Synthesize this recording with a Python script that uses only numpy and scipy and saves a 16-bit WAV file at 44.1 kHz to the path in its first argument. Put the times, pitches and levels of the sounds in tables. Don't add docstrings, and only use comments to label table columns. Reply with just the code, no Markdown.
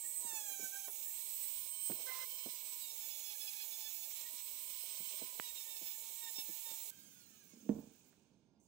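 import sys
import numpy as np
from scipy import signal
from scipy.fft import rfft, irfft
from scipy.io import wavfile

SR = 44100
rng = np.random.default_rng(int(sys.argv[2]) if len(sys.argv) > 2 else 0)


def invert_db(level):
    return 10 ** (np.asarray(level, dtype=float) / 20)


def transcribe(u):
    v = np.clip(np.atleast_2d(u).T, -1, 1)
    q = np.round(v * 32767).astype(np.int16)
    wavfile.write(sys.argv[1], SR, q)


N = 382699


def rms_one(x):
    return x / np.sqrt(np.mean(x ** 2) + 1e-20)


def in_time(rows):
    s, *columns = np.transpose(rows)
    return [np.interp(np.arange(N) / SR, s, c) for c in columns]


def at_hz(points, hz):
    known_hz, values = np.transpose(points)
    return np.interp(np.log(hz + 1), np.log(known_hz + 1), values)


def power_sum(*levels_db):
    return 10 * np.log10(sum(invert_db(db) ** 2 for db in levels_db))


def gate(start, length, edge):
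    t = np.arange(N) / SR
    return .5 * (np.tanh((t - start) / edge) - np.tanh((t - start - length) / edge))


def lift_db(hz, peak):
    peak_hz, width_hz, height_db = peak
    return height_db / (1 + (2 * (hz - peak_hz) / width_hz) ** 2)


def drift(rate):
    r = np.exp(-80 * np.pi * rate / SR)
    noise = rng.standard_normal(N // 40 + 2002)
    slow = signal.lfilter([1], [1, -2 * r, r * r], noise)[2000:]
    return np.interp(np.arange(N) / 40, np.arange(len(slow)), rms_one(slow))


# [f/Hz, left minus right level/dB]
LEFT_DB = [(150, -12.5), (380, -9.5), (950, -12), (2380, -16.5), (5980, -10.5), (15000, -17.5)]


def sides(hz, balance=LEFT_DB):
    left = invert_db(at_hz(balance, hz))
    return 2 * np.array([left, np.ones_like(left)]) / (1 + left)


def tone(hz, level_db, waver_db, blur=0, balance=LEFT_DB, start=None):
    start = 2 * np.pi * rng.random((2, 1)) if start is None else start
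    phase = 2 * np.pi * np.cumsum(hz) / SR + start + blur * drift(39)
    step = np.arange(0, N, 64)
    level = invert_db((level_db + waver_db * drift(13.7))[step])
    audible = hz[step] < .45 * SR
    gain = sides(hz[step], balance) * level * audible
    return np.sqrt(2) * np.repeat(gain, 64, axis=1)[:, :N] * np.sin(phase)


ZONE_EDGES_HZ = [900, 6200, 10000]


def hiss(spectrum_db, zones_db, patchy_db, likeness):
    hz = np.fft.rfftfreq(N + 1, 1 / SR)
    shared, own = rfft(rng.standard_normal((2, N + 1)))
    alike = np.clip(likeness(hz), 0, 1)
    left = alike * shared + np.sqrt(1 - alike ** 2) * own
    pair = np.array([left, shared]) * sides(hz) * invert_db(spectrum_db(hz))
    above = [1] + [1 / (1 + (edge / (hz + 1)) ** 12) for edge in ZONE_EDGES_HZ] + [0]
    out = 0
    for k, level_db in enumerate(zones_db):
        part = irfft(pair * (above[k] - above[k + 1]), N + 1)[:, :N]
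        out = out + part / np.std(part.mean(axis=0)) * invert_db(level_db + patchy_db[k] * drift(18.7))
    return out


FREE_TURNS, START_TURNS = 1033.3, 921
SPIN_UP_S, PRESS_EDGE_S = 0.2686, 0.0266
BEAT_SHARPNESS = 1.6
# [t/s, length/s, drag/turns per s, low beat level/dB, high beat level/dB]
STROKES = [(0.225, 0.198, 331, -52, -57), (0.425, 0.139, 335, -59, -55), (0.562, 0.135, 289, -60, -60),
           (0.716, 0.107, 228, -60, -59), (0.842, 0.02, 1050, -60, -58), (2.498, 0.082, 191, -71, -60),
           (2.729, 0.025, 405, -70, -70), (2.798, 0.153, 235, -75, -52), (2.971, 0.104, 279, -69, -54),
           (3.097, 0.107, 266, -76, -54), (3.232, 0.126, 232, -71, -53), (3.398, 0.043, 298, -78, -50),
           (3.464, 0.032, 483, -75, -52), (3.513, 0.145, 194, -72, -55), (3.705, 0.064, 184, -75, -55),
           (3.784, 0.119, 194, -68, -55), (3.921, 0.078, 188, -72, -57), (4.028, 0.032, 405, -76, -54),
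           (5.231, 0.159, 109, -65, -70), (5.401, 0.12, 187, -63, -52), (5.557, 0.075, 278, -72, -53),
           (5.687, 0.115, 236, -69, -52), (5.824, 0.113, 185, -76, -57), (6.027, 0.111, 136, -70, -63),
           (6.212, 0.093, 227, -59, -53), (6.346, 0.084, 237, -63, -52), (6.451, 0.103, 197, -71, -62),
           (6.64, 0.114, 180, -57, -56), (6.79, 0.03, 314, -72, -70), (6.891, 0.059, 290, -70, -52)]


def strokes():
    drag, low, high = np.zeros((3, N)) + 1e-12
    for start, length, turns, low_db, high_db in STROKES:
        press = gate(start, length, PRESS_EDGE_S)
        beat = (press / press.max()) ** (2 * BEAT_SHARPNESS)
        drag = drag + turns * press
        low = low + invert_db(low_db) ** 2 * beat
        high = high + invert_db(high_db) ** 2 * beat
    r = np.exp(-1 / (SPIN_UP_S * SR))
    speed = signal.lfilter([1 - r], [1, -r], FREE_TURNS - drag, zi=[START_TURNS * r])[0]
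    return speed, drag, 10 * np.log10(low), 10 * np.log10(high)


FLAT_UNTIL_S, BUZZ_GROWS_S = 0.9, 0.45


def lens_buzz(low):
    t = np.arange(N) / SR
    return np.where(t < FLAT_UNTIL_S, low - 40 * np.maximum(BUZZ_GROWS_S - t, 0), -120)


IDLE_DB = [-76.5, -88, -64, -69.5, -67.5, -68]
IDLE_DB_PER_TURN = 0.25
BEAT_SHARE_DB = [-6.5, -17.5]
# [f/Hz, half width/Hz, lift/dB]
LENS_RING = (1600, 120, 12)
# [f/Hz, left minus right level/dB]
LENS_LEFT_DB = [(1000, -11.5), (3000, -17.5)]
# [f/Hz, level/dB]
LENS_COLOUR = [(2300, -10), (2600, -13), (2800, -18), (3400, -8), (3800, -7), (4250, -13), (4650, -21),
               (5300, -4), (5700, -13)]
# [f/Hz, level/dB]
FLAT_COLOUR = [(2400, -4), (3300, -9), (5400, -11), (6350, 1), (7050, 4), (7900, -6), (11000, -12)]
ORDERS = [7, 9, 10, 11, 12, 13, 14, 15, 17, 18, 19, 20]
ORDERS_DB = [-72, -73, -65, -68, -63, -67, -63.5, -69, -68, -72, -65, -64]
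# [f/Hz, width/Hz, lift/dB]
TOP_RING = (15250, 900, 7)


def shaft_multiples(turns, low, upper, flat, top_db):
    ring_hz, half_hz, height_db = LENS_RING
    ring_db = lift_db(2 * turns, (ring_hz, 2 * half_hz, height_db))
    once_db = power_sum(IDLE_DB[0], low + BEAT_SHARE_DB[0])
    twice_db = power_sum(IDLE_DB[1], low + BEAT_SHARE_DB[1] + ring_db)
    out = tone(turns, once_db, waver_db=1.8, balance=LENS_LEFT_DB, start=0)
    out += tone(2 * turns, twice_db, waver_db=7.5, balance=LENS_LEFT_DB, start=0)
    for k in range(3, 7):
        hz = k * turns
        idle_db = IDLE_DB[k - 1] + IDLE_DB_PER_TURN * (turns - FREE_TURNS)
        level_db = power_sum(idle_db, upper + at_hz(LENS_COLOUR, hz), flat + at_hz(FLAT_COLOUR, hz))
        out += tone(hz, level_db, waver_db=3.0, blur=.35)
    for k, order_db in zip(ORDERS, ORDERS_DB):
        hz = k * turns
        level_db = power_sum(order_db + top_db + lift_db(hz, TOP_RING), flat + at_hz(FLAT_COLOUR, hz))
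        out += tone(hz, level_db, waver_db=3.0, blur=.17)
    return out


CHOP_HZ = 378.9
CHOP_LEAN = 0.3
# [level/dB, fall per sideband below/dB, fall per sideband above/dB]
SLOTS = [(-71, 9, 2.5), (-90, 9, 9)]
# [level/dB, fall per sideband/dB]
SLOTS_DIRECT = [(-64, 4), (-62.5, 12)]
DIRECT_PER_TURN = [-1.23, -0.62]
# [f/Hz, width/Hz, lift/dB]
CASING = (8320, 750, 16)


def slot_whine(turns, flat, near_db, vent_db):
    eight_db = near_db + vent_db
    eight_db = eight_db - eight_db.mean()
    near_db = near_db - near_db.mean()
    out = np.zeros((2, N))
    for k, vented, direct, per_turn in zip((8, 16), SLOTS, SLOTS_DIRECT, DIRECT_PER_TURN):
        level_db, below_db, above_db = vented
        direct_db, side_db = direct
        for j in range(-4, 6):
            hz = k * turns + j * CHOP_HZ
            fall_db = above_db * j if j > 0 else -below_db * j
            vented_db = level_db - fall_db + eight_db + lift_db(hz, CASING)
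            past_db = direct_db - side_db * abs(j) + near_db + per_turn * vent_db + lift_db(hz, TOP_RING) / 2
            buzz_db = flat + at_hz(FLAT_COLOUR, hz) - 30 * abs(j)
            lean = CHOP_LEAN * np.arctan(2 * (hz - CASING[0]) / CASING[1])
            out += tone(hz, power_sum(vented_db, past_db, buzz_db), waver_db=2.5, blur=.12, start=lean)
    return out


BEARING_RATIO, ROUGH_RATIO = 4.36, 14.84
BEARING = [(1, 0), (1, 1), (1, -1), (1, 2), (3, 0), (4, 0), (4, -1), (4, 1), (3, -1), (3, 1), (3, 2),
           (4, -2)]
BEARING_DB = [-75, -85, -78, -80, -63.5, -59, -67, -66, -73, -66.5, -68, -74]
LOAD_SHARE = {1: .5, 3: .1, 4: .1}


def bearing_tones(turns, upper, top_db):
    load_db = power_sum(upper, -62.5)
    load_db = load_db - load_db.mean()
    out = np.zeros((2, N))
    for (k, j), ball_db in zip(BEARING, BEARING_DB):
        hz = (k * BEARING_RATIO + j) * turns
        level_db = ball_db + top_db + lift_db(hz, TOP_RING) + LOAD_SHARE[k] * load_db
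        out += tone(hz, level_db, waver_db=3.0, blur=.25)
    rough_db = -51 + top_db + 0.14 * (turns - turns.max())
    return out + tone(ROUGH_RATIO * turns, rough_db, waver_db=2.0, blur=1.8)


# [t/s, length/s]
GRAZE = (2.068, 0.178)
GRAZE_DB = (-56.5, -57.5)
SKIP_S, SKIP_IN_DB, SKIP_OUT_DB = 0.033, -55.5, -67


def graze(turns):
    (start, length), (once_db, twice_db) = GRAZE, GRAZE_DB
    rub = tone(turns, once_db, waver_db=3.5, blur=0.21, balance=LENS_LEFT_DB)
    rub += tone(2 * turns, twice_db, waver_db=5.0, blur=0.16, balance=LENS_LEFT_DB)
    out = gate(start, length, 0.015) * rub
    for s, level_db in ((start, SKIP_IN_DB), (start + length - SKIP_S, SKIP_OUT_DB)):
        halves = tone(turns / 2, level_db - 3, waver_db=1.5) + tone(3 * turns / 2, level_db, waver_db=1.5)
        out += gate(s, SKIP_S, .002) * halves
    return out


CHATTER_DB = 2.5


def motor(turns, low, upper, near_db, vent_db, top_db):
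    top_db = top_db - top_db.mean()
    flat = lens_buzz(low)
    upper = upper + CHATTER_DB * drift(25)
    out = shaft_multiples(turns, low, upper, flat, top_db)
    out += slot_whine(turns, flat, near_db, vent_db)
    out += bearing_tones(turns, upper, top_db)
    out += graze(turns)
    return out + tone(np.full(N, 6 * CHOP_HZ), -73.5, waver_db=1.5)


def grit(turns, beat_db):
    pulse = 1 + 0.29 * np.sin(2 * np.pi * np.cumsum(turns) / SR)
    band = signal.butter(4, [450, 2100], "band", fs=SR, output="sos")
    rubbing = signal.sosfilt(band, rng.standard_normal((2, N)) * pulse)
    return rms_one(rubbing) * invert_db(beat_db - 15.5)


LOW_HISS_DB, LOW_FOLLOWS, LOW_PER_TURN = -61.5, 0.55, -0.64
LOW_PER_LOAD_DB, GRAZE_HISS_DB = -0.5, 4
VENT_HISS_DB, TOP_HISS_DB = -20.5, -0.5
HANDLING_DB = -76.5
# [t/s, half length/s, level/dB]
REGRIPS = [(0.353, 0.25, -72.5), (2.03, 0.084, -67), (5.18, 0.23, -72)]
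# [f/Hz, level/dB]
FAN_HISS = [(35, -81), (60, -41.5), (261, -27.5), (563, -17), (780, -23), (985, -16), (1680, -29.5),
            (2230, -11), (4180, -6.5), (4650, -12.5), (5150, -8.5), (5600, -6), (7850, 4), (9680, -13.5),
            (15800, -8)]
# [f/Hz, likeness 0 to 1]
LIKENESS = [(150, 0.21), (600, 0.77), (2400, 0.19), (15000, 0.27)]


def fan_air(drag, near_db, vent_db, top_db, grazing):
    t = np.arange(N) / SR
    low_db = LOW_HISS_DB + LOW_FOLLOWS * (near_db - near_db.mean()) + LOW_PER_TURN * vent_db
    low_db += LOW_PER_LOAD_DB * drag / 200 + GRAZE_HISS_DB * grazing
    grips_db = [db - 6 * ((t - s) / half) ** 2 for s, half, db in REGRIPS]
    handling_db = power_sum(HANDLING_DB, *grips_db)
    zones_db = [handling_db, low_db, near_db + vent_db + VENT_HISS_DB, top_db + TOP_HISS_DB]
    air = hiss(lambda hz: at_hz(FAN_HISS, hz) + 0.36 * lift_db(hz, CASING), zones_db,
               [2.56, 1.7, 0.76, 0.96], lambda hz: at_hz(LIKENESS, hz))
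    air *= 1 - 0.3 * sum(np.sin(2 * np.pi * k * CHOP_HZ * t) / k for k in range(1, 4))
    return signal.sosfilt(signal.butter(6, 190, "high", fs=SR, output="sos"), air)


TOP_PER_TURN = -0.095
GRAZE_GRIT_DB = -45.5
# [t/s, nearness level/dB, turn of the vents to the microphone level/dB]
FACING = [(0.0, -49, 9.5), (0.07, -47, 10), (0.61, -48.5, 6.5), (0.65, -46, 8.5), (0.73, -48.5, 4),
          (1.48, -44.5, 0), (1.78, -50.5, 5), (1.86, -43, 3.5), (1.98, -49, -3), (4.09, -49, -3.5),
          (4.34, -49, -2), (5.12, -49.5, -7), (5.41, -50.5, -3.5), (6.89, -48, -2)]


def running_tool():
    turns, drag, low_beat, high_beat = strokes()
    near_db, vent_db = in_time(FACING)
    top_db = near_db + TOP_PER_TURN * vent_db
    grazing = gate(*GRAZE, 0.0051)
    out = motor(turns, low_beat, high_beat, near_db, vent_db, top_db)
    out += fan_air(drag, near_db, vent_db, top_db, grazing)
    graze_db = GRAZE_GRIT_DB + 20 * np.log10(grazing + 1e-9)
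    return out + grit(turns, power_sum(low_beat, -84.5, graze_db))


# [t/s, strike level/dB]
KNOCKS = [(7.534, -42.5), (7.605, -53), (7.661, -35), (7.692, -10.5), (7.716, -20.5), (7.762, -29),
          (7.788, -26.5), (7.834, -41), (7.871, -42.5), (7.911, -46)]
# [t/s, level/dB]
DRAG = [(7.5, -80), (7.54, -70), (7.68, -61), (7.715, -50), (7.8, -58), (7.815, -72), (8.0, -88)]
# [f/Hz, level/dB, time to fall 60 dB/s]
TABLE_MODES = [(219.7, -2, 0.085), (264, -1, 0.05), (321, -8, 0.05), (458, -6, 0.1), (596, -10, 0.05),
               (1095, -19, .04), (1400, -18, .06), (1780, -13, 0.06), (2550, -11, .03)]
# [f/Hz, left minus right level/dB]
TABLE_LEFT_DB = [(120, 1), (250, -6.5), (550, -37), (1650, -8)]


def knocks():
    times, level_db = np.transpose(KNOCKS)
    at = (times * SR).astype(int)
    out, spread = np.zeros((2, N)), rng.standard_normal((len(KNOCKS), len(TABLE_MODES)))
    sliding = gate(DRAG[0][0], DRAG[-1][0] - DRAG[0][0], .01)
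    patter = (rng.random(N) < 400 / SR) * invert_db(in_time(DRAG)[0]) * sliding
    for k, (hz, mode_db, t60) in enumerate(TABLE_MODES):
        clicks = patter * rng.standard_normal(N) * invert_db(mode_db) + 1e-18
        clicks[at] -= invert_db(level_db + mode_db - 11.5 + 1.5 * spread[:, k])
        r, w = invert_db(-60 / (t60 * SR)), 2 * np.pi * hz / SR
        ringing = signal.lfilter([0, np.sin(w)], [1, -2 * r * np.cos(w), r * r], clicks)
        out += ringing * sides(np.array([hz]), TABLE_LEFT_DB)
    out = signal.sosfilt(signal.butter(2, 360, fs=SR, output="sos"), out)
    return signal.sosfilt(signal.butter(6, 195, "high", fs=SR, output="sos"), out)


BUMP_T60_S = 0.094
# [t/s, peak level before balance and bass cut/dB, centre f/Hz]
BUMPS = [(0.244, -54, 300), (0.328, -53, 487), (0.508, -58, 427), (0.592, -48.5, 290), (0.626, -51, 258),
         (0.878, -45, 676), (1.896, -35.5, 290), (1.921, -49, 204), (2.458, -40, 334), (4.334, -61.5, 208),
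         (4.999, -52.5, 205), (5.215, -41, 296), (5.814, -52.5, 287), (6.098, -60, 530),
         (6.382, -47.5, 297), (6.486, -49.5, 224), (6.709, -54.5, 326), (8.125, -65, 1350)]
# [t/s, level/dB, centre f/Hz]
TICKS = [(1.919, -38, 3000), (5.3985, -26, 1800)]


def bumps():
    out, t = np.zeros((2, N)), np.arange(int(.15 * SR)) / SR
    for (s, level_db, hz), noise in zip(BUMPS, rng.standard_normal((len(BUMPS), 2, len(t)))):
        noise[0] = .8 * noise[1] + .6 * noise[0]
        band = signal.butter(2, [hz * .5, hz * 1.62], "band", fs=SR, output="sos")
        puff = signal.sosfilt(band, noise * invert_db(-60 * t / BUMP_T60_S) * np.minimum(t / 0.0016, 1))
        puff *= invert_db(level_db) / np.abs(puff).max()
        out[:, int(s * SR):int(s * SR) + len(t)] += puff * sides(np.array([hz]))
    dull = signal.butter(4, 4200, fs=SR, output="sos")
    for s, level_db, hz in TICKS:
        swing = np.sin(2 * np.pi * hz * t) * np.exp(-t * hz * 2.6)
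        swing = signal.sosfilt(dull, swing) * invert_db(level_db + 7.5)
        out[:, int(s * SR):int(s * SR) + len(t)] += swing * sides(np.array([hz]), LENS_LEFT_DB)
    return signal.sosfilt(signal.butter(3, 145, "high", fs=SR, output="sos"), out)


# [t/s, speed/turns per s, whine level/dB, lift by the housing resonance/dB]
COAST_SPEED = [(6.9, 1560, -81, 7), (7.06, 1610, -79, 10), (7.3, 1335, -85, 5), (7.5, 1114, -89, 20),
               (7.58, 1033, -90, 18), (7.7, 915, -92, 19), (8.0, 700, -105, 10)]
# [f/Hz, half width/Hz, hiss lift/dB]
COAST_RING = (6550, 380, 3.5)


def coasting_whine():
    turns, whine_db, ring_db = in_time(COAST_SPEED)
    ring_hz, half_hz, _ = COAST_RING
    out = np.zeros((2, N))
    for k in [*range(1, 10), *(BEARING_RATIO + np.arange(-3, 3))]:
        softer_db = 3 * (k % 1 > 0)
        level_db = whine_db - softer_db + lift_db(k * turns, (ring_hz, 2 * half_hz, ring_db))
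        out += tone(k * turns, level_db, waver_db=5.0, blur=.5)
    return out


JUMP_S, FASTER_S = 6.905, 8.04
ROOM_DB, BOOM_DB, BOOM_T60_S = -73, -45, 0.46
# [level at the jump/dB, fall/dB per s, extra fall from FASTER_S on/dB per s]
COAST_ZONES = [(-73.5, 5, 23), (-71, 5, 48), (-57, 13, 73)]
# [f/Hz, level/dB]
COAST_HISS = [(30, -29), (209, -6), (596, -22.5), (747, -24.5), (1580, -2.5), (1980, -12.5), (2300, -1),
              (4700, -4.5), (6580, -6), (11400, -13.5), (15800, 6)]
# [t/s, level/dB]
RUSTLE = (8.6, -82)


def quiet_room():
    t = np.arange(N) / SR
    low_db, middle_db, top_db = [db - fall * (t - JUMP_S) - extra * np.maximum(t - FASTER_S, 0)
                                 for db, fall, extra in COAST_ZONES]
    rustle_db = np.where(t > RUSTLE[0], RUSTLE[1], -200)
    middle_db, top_db = power_sum(middle_db, rustle_db), power_sum(top_db, rustle_db)
    since = t - max(KNOCKS, key=lambda row: row[1])[0]
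    rumble_db = power_sum(ROOM_DB, np.where(since > 0, BOOM_DB - 60 * since / BOOM_T60_S, -200))
    ring_hz, half_hz, height_db = COAST_RING
    ring = (ring_hz, 2 * half_hz, height_db)
    return hiss(lambda hz: at_hz(COAST_HISS, hz) + lift_db(hz, ring), [rumble_db, low_db, middle_db, top_db],
                [1.1, 0.13, 0.44, 3.2], lambda hz: 0.92 / (1 + (hz / 1200) ** 2))


def scene():
    after = np.clip((np.arange(N) / SR - JUMP_S) / 0.0014, 0, 1)
    running = running_tool()
    coasting = coasting_whine() + quiet_room()
    return running * (1 - after) + coasting * after + bumps() + knocks()


def band_limit(x):
    return signal.sosfilt(signal.butter(12, 16980, fs=SR, output="sos"), x)


def record(dry):
    low_pass = signal.ellip(12, .5, 70, 15760, fs=SR, output="sos")
    mix = signal.sosfilt(low_pass, dry)
    mix[0] = np.roll(mix[0], 1)
    return band_limit(mix)


dry = scene()
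out = record(dry)
transcribe(out)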